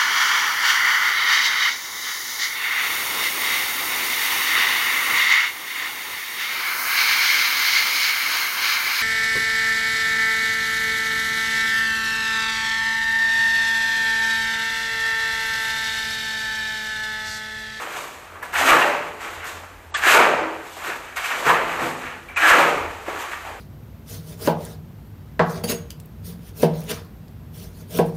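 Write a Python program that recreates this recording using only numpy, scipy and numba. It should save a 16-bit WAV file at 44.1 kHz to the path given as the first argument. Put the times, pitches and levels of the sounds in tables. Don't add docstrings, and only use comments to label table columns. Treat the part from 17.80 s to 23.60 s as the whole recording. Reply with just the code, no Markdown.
import sys
import numpy as np
from scipy import signal
from scipy.fft import rfft, irfft
from scipy.io import wavfile
from scipy.ndimage import uniform_filter1d, minimum_filter1d
from numba import njit

SR = 44100
rng = np.random.default_rng(int(sys.argv[2]) if len(sys.argv) > 2 else 0)


def wrap_up_sound(samples):
    columns = np.atleast_2d(samples).T
    tamed = np.clip(columns, -1, 1)
    steps = np.round(tamed * 32767).astype(np.int16)
    wavfile.write(sys.argv[1], SR, steps)


def elevation(decibels):
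    levels = np.asarray(decibels, float)
    return 10 ** (levels / 20)


N = 255780

# f/Hz, width/Hz, level/dB
BLADE_MODES = [(275, 55, -5), (330, 14, -8.5), (440, 15, -21), (556, 68, -9.5), (600, 31, 0.5),
               (712, 43, -9), (882, 59, 1.5), (952.5, 17, 2.5), (1140, 78, 1.5), (1087, 123, 6.5),
               (1285, 11, -28), (1360, 94, 6), (1540, 8.4, 1), (1715, 66, 7.5), (1840, 27, -1.5),
               (2260, 250, 5.5), (2552, 35, -4), (2750, 250, 2.5), (3060, 29, -7), (3360, 160, -31),
               (3800, 130, -11), (4600, 520, -50), (6130, 280, -11), (7600, 130, -25)]


def rms_one(x):
    return x / np.sqrt(np.mean(x ** 2) + 1e-20)


def peak_one(x):
    return x / np.abs(x).max()


def place(out, s, sound):
    i = round(s * SR)
    out[i:i + len(sound)] += sound[:N - i]


def in_time(rows):
    s, *columns = np.transpose(rows)
    return [np.interp(np.arange(N) / SR, s, c) for c in columns]


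def at_hz(points, hz):
    table_hz, values = np.array(points).T
    return np.interp(np.log(hz), np.log(table_hz), values)


def drift(rate):
    r = np.exp(-80 * np.pi * rate / SR)
    slow = signal.lfilter([1], [1, -2 * r, r * r], rng.standard_normal(N // 40 + 2002))[2000:]
    return np.interp(np.arange(N) / 40, np.arange(len(slow)), rms_one(slow))


def resonate(x, hz, width_hz):
    r, w = np.exp(-np.pi * width_hz / SR), 2 * np.pi * hz / SR
    return signal.lfilter([0, np.sin(w)], [1, -2 * r * np.cos(w), r * r], x + 1e-18)


@njit
def glide(x, turn, r):
    y = np.zeros(len(x))
    for i in range(2, len(x)):
        y[i] = np.sin(turn[i]) * x[i - 1] + 2 * r * np.cos(turn[i]) * y[i - 1] - r * r * y[i - 2]
    return y


def colour(x, spectrum):
    hz = np.maximum(np.fft.rfftfreq(N, 1 / SR), 1)
    return rms_one(irfft(rfft(x) * elevation(at_hz(spectrum, hz)), N))


def high_pass(x, hz):
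    return signal.sosfilt(signal.butter(3, hz, "high", fs=SR, output="sos"), x)


def grains(per_s, spread_db, clump_db, clump_rate):
    sizes = elevation(spread_db * np.minimum(rng.exponential(1, N), 4)) * rng.choice([-1, 1], N)
    struck = rng.random(N) < per_s / SR
    return rms_one(sizes * struck * elevation(clump_db * drift(clump_rate)))


def blade(grit, modes, bright_db):
    spots, total = grit * rng.choice([-1, 1], (3, N)), 0
    for k, (hz, width, db) in enumerate(modes):
        level_db = db + 1.4 * drift(2.8) + bright_db * np.log2(hz / 1500)
        total = total + elevation(level_db) * rms_one(resonate(spots[k % 3], hz, width))
    return total


def strokes(rows, lift_db, stretch, fall, swell):
    slowing_db_s2 = 57.5
    t, power = np.arange(0, N + 32, 32) / SR, 0
    for (s, rise, db, fall_db_s, *_), lift in zip(rows, np.broadcast_to(lift_db, len(rows))):
        up = np.clip((t - s) / (stretch * rise), 0, 1) ** swell
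        late = np.maximum(t - s - stretch * rise, 0)
        lost_db = fall * (fall_db_s * late + slowing_db_s2 * late ** 2)
        power = power + (up * elevation(db + lift - lost_db)) ** 2
    return np.interp(np.arange(N) / SR, t, power)


def motion():
    # start t/s, rise/s, grit peak level/dB, fall/(dB/s), load re grit level/dB
    scoops = [(.725, 0.052, -18.5, 30, -13), (.77, 0.059, -20, 11, -3), (.855, 0.062, -8, 130, -6),
              (.985, 0.032, -16, 60, -3.5), (2.139, 0.018, -24, 90, -15), (2.215, 0.034, -15, 22, -13),
              (2.255, 0.039, -10.5, 84, -13), (2.32, 0.047, -7.5, 154, -2), (2.38, 0.06, -17, 45, 1),
              (3.357, 0.017, -24, 100, -20), (3.41, 0.05, -25, 44, -26), (3.46, 0.06, -22.5, 107, -9),
              (3.55, 0.047, -29.5, 10, 1.5), (3.63, 0.071, -14, 106, -4), (3.72, 0.04, -23, 70, -4),
              (3.8, 0.13, -24.5, 46, -4), (3.95, 0.085, -23, 107, -1), (4.558, 0.032, -17.5, 12, -20),
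              (4.6, 0.073, -12, 88, -11.5), (4.8, 0.07, -21, 66, 0.5), (4.665, 0.046, -9, 90, -6.5),
              (4.75, .04, -16, 55, -1)]
    shuffles = [(-.05, 0.019, -26.5, 41, -5), (.1, 0.065, -30.5, 63, -6), (.5, 0.053, -47, 41, 5),
                (.61, .02, -36, 25, -5), (1.379, 0.062, -29.5, 50, -6.5), (1.52, 0.17, -31.5, 83, -8.5),
                (1.778, 0.066, -43.5, 37, -29), (2.7, 0.16, -41, 12, -11.5), (2.96, 0.015, -36, 37, -0.5),
                (.3, 0.22, -42, 5, -10), (1.9, 0.11, -79.5, 5, 10), (2.98, 0.13, -25.5, 145, -9),
                (3.2, 0.075, -38, 25, -30), (4.17, 0.11, -29, 110, -32), (4.487, 0.0063, -38, 58, -14),
                (5.1, 0.091, -39.5, 5, -8), (5.258, 0.027, -28, 61, -2), (5.35, 0.077, -29.5, 68, -28),
                (5.505, 0.029, -33, 92, -27), (5.62, 0.058, -33.5, 71, -3.5)]
    # start t/s, rise/s, peak level/dB, fall/(dB/s)
    slides = [(-.05, 0.054, -40.5, 3), (.16, 0.0055, -37, 81), (.62, 0.02, -46, 92), (.722, 0.11, -27, 39),
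              (.84, 0.072, -22, 109), (1.395, 0.024, -42, 28), (1.645, 0.03, -38, 80),
              (2.14, 0.011, -29, 220), (2.16, .02, -40, 30), (2.21, 0.17, -20, 157), (2.62, 0.54, -43, 24),
              (2.962, 0.012, -44.5, 64), (.25, 0.04, -64.5, 61.5), (1.2, 0.073, -52, 4),
              (5.05, 0.1, -49, 10), (3.0, 0.094, -38, 111), (3.22, 0.033, -58, 35),
              (3.357, 0.012, -34.5, 58), (3.42, 0.05, -34.5, 27), (3.64, 0.049, -30, 112),
              (3.83, 0.1, -39, 29), (3.97, 0.062, -37, 86), (4.18, 0.047, -44.5, 60),
              (4.557, 0.014, -35.5, 32), (4.58, 0.065, -29, 25), (4.65, 0.055, -22, 97),
              (4.75, 0.043, -41, 48), (3.54, .05, -42, 15), (5.24, 0.074, -43, 30),
              (5.33, 0.12, -40.5, 100), (5.505, 0.021, -42.5, 70), (5.62, 0.09, -48, 72)]
    rows = scoops + shuffles
    load_re_grit_db = [row[-1] for row in rows]
    grit = strokes(rows, 0, stretch=0.96, fall=0.94, swell=0.71) + elevation(2 * -63)
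    slump = strokes(rows, load_re_grit_db, stretch=1.37, fall=0.88, swell=0.9) + elevation(2 * -89)
    sand = strokes(slides, 0, stretch=0.81, fall=1, swell=0.76) + elevation(2 * -77)
    grit_db, slump_db, sand_db = 10 * np.log10([grit, slump, sand])
    half_full_db, fill_range_db = -1, 4.5
    fill = 1 / (0.5 + np.exp((half_full_db - slump_db + grit_db) / fill_range_db))
    return grit_db, slump_db, sand_db, fill


def scrape(grit_db, fill):
    # f/Hz, level/dB
    rasp_spectrum = [(240, -40), (400, -77), (697, 2), (1000, -12), (1190, 1.5), (1710, -2), (1850, 0.5),
                     (2510, -4), (3400, -15), (6000, -38), (7800, -50), (13200, -120)]
    bare_db, full_db = 2, -5
    bright_db = bare_db + (full_db - bare_db) * fill
    grit = grains(5000, spread_db=2.5, clump_db=1.0, clump_rate=40)
    modes = high_pass(blade(grit, BLADE_MODES[6:], bright_db), 480)
    rasp = colour(grit, rasp_spectrum)
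    dull = signal.sosfilt(signal.butter(1, 1500, fs=SR, output="sos"), rasp)
    tilted = elevation(-bright_db) * dull + elevation(bright_db) * (rasp - dull)
    return elevation(grit_db) * (elevation(-21.5) * modes + elevation(-6.0) * tilted)


def pocket(grit_db, fill):
    # t/s, f/Hz
    pocket_paths = [
        [(0.0, 1080), (0.104, 1630), (0.234, 1050), (0.33, 1180), (0.37, 936), (0.496, 1230), (0.7, 1230)],
        [(0.72, 1410), (0.764, 1650), (0.812, 1070), (0.884, 1440), (0.99, 970), (1.37, 943), (1.4, 1130)],
        [(1.42, 1420), (1.46, 1630), (1.556, 1290), (1.738, 1660), (1.79, 956), (1.868, 1400), (2.0, 954)],
        [(2.13, 1550), (2.302, 1700), (2.412, 970), (2.472, 1180), (2.526, 850), (2.674, 1041), (2.8, 928)],
        [(2.95, 1140), (2.994, 1210), (3.022, 1020), (3.114, 1450), (3.222, 1140), (3.26, 1450), (3.3, 1540)],
        [(3.35, 1640), (3.56, 1560), (3.606, 1210), (4.092, 1170), (4.138, 966), (4.262, 1650), (4.4, 1540)],
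        [(4.55, 2260), (4.594, 1690), (4.896, 1090), (4.966, 1140), (5.006, 1060), (5.174, 1210), (5.2, 1180)],
        [(5.25, 1240), (5.286, 1010), (5.374, 1250), (5.604, 1440), (5.672, 984), (5.766, 980), (5.8, 1240)],
    ]
    hz, = in_time(np.vstack(pocket_paths))
    bare_db, full_db = -9, -8
    pocket_db = bare_db + (full_db - bare_db) * fill
    turn, r = 2 * np.pi * hz / SR, np.exp(-np.pi * 600 / SR)
    grit = grains(4000, spread_db=1.0, clump_db=1.5, clump_rate=30)
    rung = glide(glide(grit, turn, r), turn, r)
    return elevation(grit_db + pocket_db) * rms_one(rung * (hz / 1500) ** 0.064)


def load(slump_db, sand_db):
    # f/Hz, level/dB
    slump_spectrum = [(59, -54), (100, -33.5), (220, -13), (324, 1.5), (491, 8.5), (568, 0.5), (900, 3.5),
                      (1170, -20), (1980, -120)]
    # f/Hz, level/dB
    sand_spectrum = [(2060, -1), (3500, -3), (5460, -10.5), (6680, -6.5), (8010, -7), (10000, -16.5),
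                     (12500, -10), (14600, -19), (15700, -25)]
    tumble = grains(1500, spread_db=3.0, clump_db=0.5, clump_rate=54)
    clacks = rms_one(high_pass(blade(tumble, BLADE_MODES[:6], 0), 224))
    stones = colour(tumble, slump_spectrum) + elevation(-4.0) * clacks
    sand = colour(grains(9000, spread_db=0.5, clump_db=1.4, clump_rate=14), sand_spectrum)
    return elevation(slump_db - 7.5) * stones + elevation(sand_db + 2.0) * high_pass(sand, 2000)


def slab(slump_db):
    # f/Hz, width/Hz, level/dB
    floor_modes = [(137.4, 5.2, -5), (166.9, 3.2, -2.5), (212.4, 27, -1.5), (251.6, 17.7, 1),
                   (336, 14, 0.5)]
    # t/s, level/dB, fade/s
    dumps = [
        (3.06, -41, 0.042),
        (3.66, -23.5, 0.059),
        (3.82, -35, 0.2),
        (4.012, -28, 0.15),
        (4.4, -51, 0.29),
        (5.72, -60, .1),
    ]
    shake, t = rng.standard_normal(N), np.arange(N) / SR
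    modes = sum(elevation(db) * rms_one(resonate(resonate(shake, hz, width), hz, 2.14 * width))
                for hz, width, db in floor_modes)
    lag_s, idle_db = 0.017, -51.5
    drive = elevation(-14 + np.interp(t - lag_s, t, slump_db)) + elevation(idle_db)
    for s, db, fade in dumps:
        late = np.maximum(t - s, 0)
        drive = drive + elevation(db) * (1 - np.exp(-late / 0.004)) * np.exp(-late / fade)
    return elevation(-9.0) * drive * rms_one(modes)


def drone():
    # t/s, level/dB
    motor_load = [(0.0, -57), (0.1, -57), (0.16, -66), (0.79, -46), (1.05, -71), (1.44, -48.5),
                  (1.85, -47.5), (2.3, -50.5), (2.99, -59), (3.44, -53), (3.51, -75), (3.67, -51.5),
                  (4.88, -54), (4.99, -39.5), (5.49, -52.5), (5.74, -48), (5.8, -54)]
    upper_db, = in_time(motor_load)
    upper, lower = (rms_one(resonate(resonate(rng.standard_normal(N), hz, width), hz, 1.9 * width))
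                    for hz, width in [(84.3, 9.3), (49.7, 11)])
    lower_db = -57 + 0.5 * (upper_db - upper_db.mean()) + 1.5 * drift(0.21)
    return elevation(upper_db - 0.9) * upper + elevation(lower_db) * lower


def room_air():
    # f/Hz, level/dB
    air_spectrum = [(15, -42), (25, -49), (70, -0.5), (199, -10), (423, -2), (1720, -6.5), (4920, -23.5),
                    (7780, -22.5), (10200, -26), (12600, -23), (15700, -29)]
    return elevation(-46.5) * colour(rng.standard_normal(N), air_spectrum)


def room(x):
    # f/Hz, t60/s
    room_t60 = [(100, 1.0), (500, 0.74), (2000, 0.51), (6000, 0.9), (14000, 0.36)]
    t, tail = np.arange(int(1.2 * SR)) / SR, 0
    edges = 60 * 2 ** np.arange(0, 8.5, .5)
    for low, high in zip(edges, edges[1:]):
        band_pass = signal.butter(2, [low, high], "band", fs=SR, output="sos")
        band = signal.sosfilt(band_pass, rng.standard_normal(len(t)))
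        tail = tail + band * elevation(-60 * t / at_hz(room_t60, np.sqrt(low * high)))
    tail *= 1 - np.exp(-t / 0.0045)
    return signal.fftconvolve(x, tail / np.sqrt(np.sum(tail ** 2)))[:N]


def crunches():
    # t/s, peak level/dB, f/Hz
    crushed = [(0.168, -21, 829), (0.375, -25, 813), (0.556, -22, 1110), (0.629, -19, 1750),
               (0.738, -19, 926), (0.757, -7, 1690), (0.809, -3.5, 670), (0.867, -4, 1760),
               (0.918, 2, 1170), (1.019, -4, 1150), (1.17, -11, 1120), (1.41, -22, 1030),
               (1.446, -15.5, 2310), (1.563, -23, 1090), (1.631, -18, 1740), (1.8, -28, 807),
               (1.818, -25, 910), (1.835, -21, 999), (2.121, -26, 764), (2.147, -16, 1650),
               (2.236, -4.5, 1750), (2.25, -5, 1660), (2.282, -2, 1750), (2.5, -21, 907), (2.533, -3, 659),
               (2.587, -12, 743), (2.629, -8.5, 711), (2.828, -32, 710), (2.967, -24, 870),
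               (3.026, -27, 740), (3.047, -19, 1420), (3.071, -13, 1410), (3.21, -25, 759),
               (3.363, -21, 1570), (3.427, -18, 2540), (3.514, -14, 1720), (3.625, -10, 840),
               (3.663, -5, 1310), (3.697, -9, 1030), (3.837, -9, 703), (3.937, -13, 1790),
               (4.239, -21, 1600), (4.495, -31, 2390), (4.569, -16, 2430), (4.693, 7, 1690),
               (4.714, 0, 1680), (5.124, -27, 939), (5.267, -20, 1740), (5.282, -26, 850),
               (5.318, -23, 869), (5.438, -17, 1110), (5.517, -19, 1960), (5.532, -14, 1800),
               (5.648, -20, 886), (5.699, -25, 934)]
    out, t = np.zeros(N), np.arange(SR // 20) / SR
    for s, db, hz in crushed:
        burst = rng.standard_normal(len(t)) * np.exp(-t / 0.0054)
        place(out, s, elevation(db - 6.5) * peak_one(resonate(burst, hz, 0.28 * hz)))
    return out


def thuds():
    # t/s, peak level/dB, thud f/Hz, ring width/Hz
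    landings = [
        (0.169, -28, 600, 400),
        (2.261, -20, 330, 60),
        (3.079, -24.5, 463, 300),
        (3.662, -15, 450, 200),
        (3.679, -7, 111, 40),
        (4.03, -21.5, 320, 100),
        (5.277, -20, 480, 350),
        (5.279, -23, 804, 300),
        (5.339, -32, 395, 100),
        (5.375, -31.5, 330, 60),
    ]
    out, t = np.zeros(N), np.arange(SR // 4) / SR
    for s, db, hz, width in landings:
        splat = rng.standard_normal(len(t)) * t * np.exp(-t / 0.0046)
        place(out, s, elevation(db) * peak_one(resonate(resonate(splat, hz, width), hz, 270)))
    return out


def sings():
    # t/s, f/Hz, peak level/dB, rise/s, fall/s
    sung = [(0.549, 1160, -41, 0.012, 0.05), (.8, 275, -34.5, .03, 0.05), (.885, 1200, -10.5, 0.03, 0.035),
            (0.877, 2300, -14, .018, 0.015), (1.0, 583, -23, 0.055, 0.1), (1.012, 1900, -23, 0.0084, .02),
            (1.081, 440, -38, 0.014, 0.27), (2.141, 3350, -23.5, 0.0072, 0.0097),
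            (2.139, 1180, -21.5, .006, 0.011), (2.148, 1756, -19.5, .009, 0.013),
            (2.232, 1676, -24, 0.009, 0.025), (2.28, 1765, -17, .018, 0.018),
            (2.28, 2537, -14, 0.017, 0.04), (2.344, 1480, -17, 0.018, 0.053),
            (2.35, 888, -16, 0.029, 0.047), (2.598, 323, -30, .02, 0.13), (3.67, 1770, -20.5, .01, 0.11),
            (3.681, 1034, -14.5, 0.018, 0.036), (3.665, 1299, -20, .01, 0.036),
            (4.562, 2443, -17.5, 0.0085, 0.018), (4.612, 325, -30.5, .02, .05),
            (4.62, 1684, -10, 0.029, 0.02), (4.701, 1683, -9.5, 0.02, 0.029),
            (4.715, 1320, -13, 0.02, 0.034), (4.795, 564, -18.5, .015, .02), (4.88, 550, -34, 0.013, 0.072),
            (5.43, 1134, -32, 0.026, 0.04), (5.529, 1167, -31.5, 0.026, 0.026), (5.65, 899, -45, .01, 0.12)]
    roughness = .05
    out, t = np.zeros(N), np.arange(SR // 2) / SR
    for s, hz, db, rise, fall in sung:
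        shake = rms_one(signal.lfilter([1], [1, -.98], rng.standard_normal(len(t))))
        tone = np.sin(2 * np.pi * hz * (t + roughness * np.cumsum(shake) / SR))
        shape = np.minimum(t / rise, 1) * np.exp(-(np.maximum(t - rise, 0) / fall) ** 2)
        place(out, s, elevation(db) * tone * shape)
    return out


def knocks():
    # t/s, peak level/dB, own ring f/Hz, own ring re blade level/dB, rattle length/s
    edge_hits = [(0.626, -22, 1670, 1, 0.015), (0.655, -28, 1650, -14, 0.008),
                 (0.739, -18, 2500, -13, 0.022), (0.902, -9, 1240, -3, 0.011), (1.016, -14, 2750, 8, 0.011),
                 (1.643, -23.5, 1960, -5.5, 0.0094), (2.15, -33, 5200, -7, 0.006),
                 (2.146, -19.5, 3300, -9, 0.0063), (2.238, -24, 7600, -2, .006),
                 (2.283, -4.5, 2800, -4, 0.0059), (3.368, -23, 2184, 2, .02),
                 (3.444, -18.5, 2570, 6, 0.0082), (3.51, -19, 1830, -3, 0.012),
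                 (3.666, -18, 1330, 1, 0.011), (3.694, -11.5, 1020, 1, 0.0084),
                 (4.486, -30, 2330, 8, 0.029), (4.493, -40, 2900, -10, 0.013), (4.57, -19, 2470, -3, 0.015),
                 (5.284, -26, 1820, 3, 0.005), (5.441, -31, 1180, 0, 0.012), (5.501, -35, 1800, 9, 0.011),
                 (5.535, -24, 1800, 7, 0.009), (5.645, -29.5, 900, 3, 0.045)]
    out, t = np.zeros(N), np.arange(SR // 6) / SR
    for s, db, hz, own_db, length in edge_hits:
        rattle = rng.standard_normal(len(t)) * np.exp(-t / length)
        luck_db = rng.normal(0, 1.9, len(BLADE_MODES))
        steel = sum(elevation(mode_db + luck) * resonate(rattle, mode_hz, 1.5 * width)
                    for (mode_hz, width, mode_db), luck in zip(BLADE_MODES[8:], luck_db))
        ring = elevation(own_db) * peak_one(resonate(rattle, hz, 79))
        crack = elevation(-2.0) * peak_one(rattle)
        place(out, s, elevation(db) * peak_one(peak_one(steel) + ring + crack))
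    return out


def air_shoves():
    # t/s, peak level/dB
    pushes = [
        (.92, -29),
        (2.37, -38),
        (3.69, -52),
        (4.72, -31.5),
    ]
    shove = np.zeros(N)
    for s, db in pushes:
        late = np.arange(N) / SR - s
        shove += elevation(db) * np.sin(2 * np.pi * 45 * late) * np.exp(-(late / 0.011) ** 2)
    return shove


def scene():
    grit_db, slump_db, sand_db, fill = motion()
    hits = high_pass(knocks() + crunches() + pocket(grit_db, fill), 640)
    steel = high_pass(scrape(grit_db, fill) + hits, 394)
    wet = high_pass(high_pass(load(slump_db, sand_db) + thuds(), 270), 222)
    shovel = sings() + steel + wet
    background = high_pass(drone() + room_air(), 34)
    return (shovel + elevation(-10.0) * room(shovel) + air_shoves() + slab(slump_db) + background)[None]


def limiter(x):
    ceiling, release_db_s, span = .72, 900, SR // 1000
    over_db = np.maximum(20 * np.log10(np.abs(x[0]) / ceiling + 1e-9), 0)
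    fall_db = release_db_s * np.arange(N) / SR
    held_db = np.maximum.accumulate(over_db + fall_db) - fall_db
    ahead_db = -minimum_filter1d(-held_db, size=2 * span + 1)
    return x * elevation(-uniform_filter1d(ahead_db, size=span))


def treble_gaps(x):
    # from t/s, to t/s
    gaps = [
        (2.106, 2.172),
        (4.539, 4.572),
    ]
    dull = signal.sosfiltfilt(signal.cheby2(16, 50, 9200, fs=SR, output="sos"), x)
    t = np.arange(N) / SR
    dullness = sum(np.clip(np.minimum(t - a, b - t) / .004, 0, 1) for a, b in gaps)
    return x + dullness * (dull - x)


def low_pass(x):
    return signal.sosfilt(signal.butter(12, 15820, fs=SR, output="sos"), x)


def record(dry):
    x = limiter(dry)
    x = signal.sosfilt(signal.cheby2(16, 55, 15900, fs=SR, output="sos"), x)
    return low_pass(treble_gaps(x))


dry = scene()
out = record(dry)
wrap_up_sound(out)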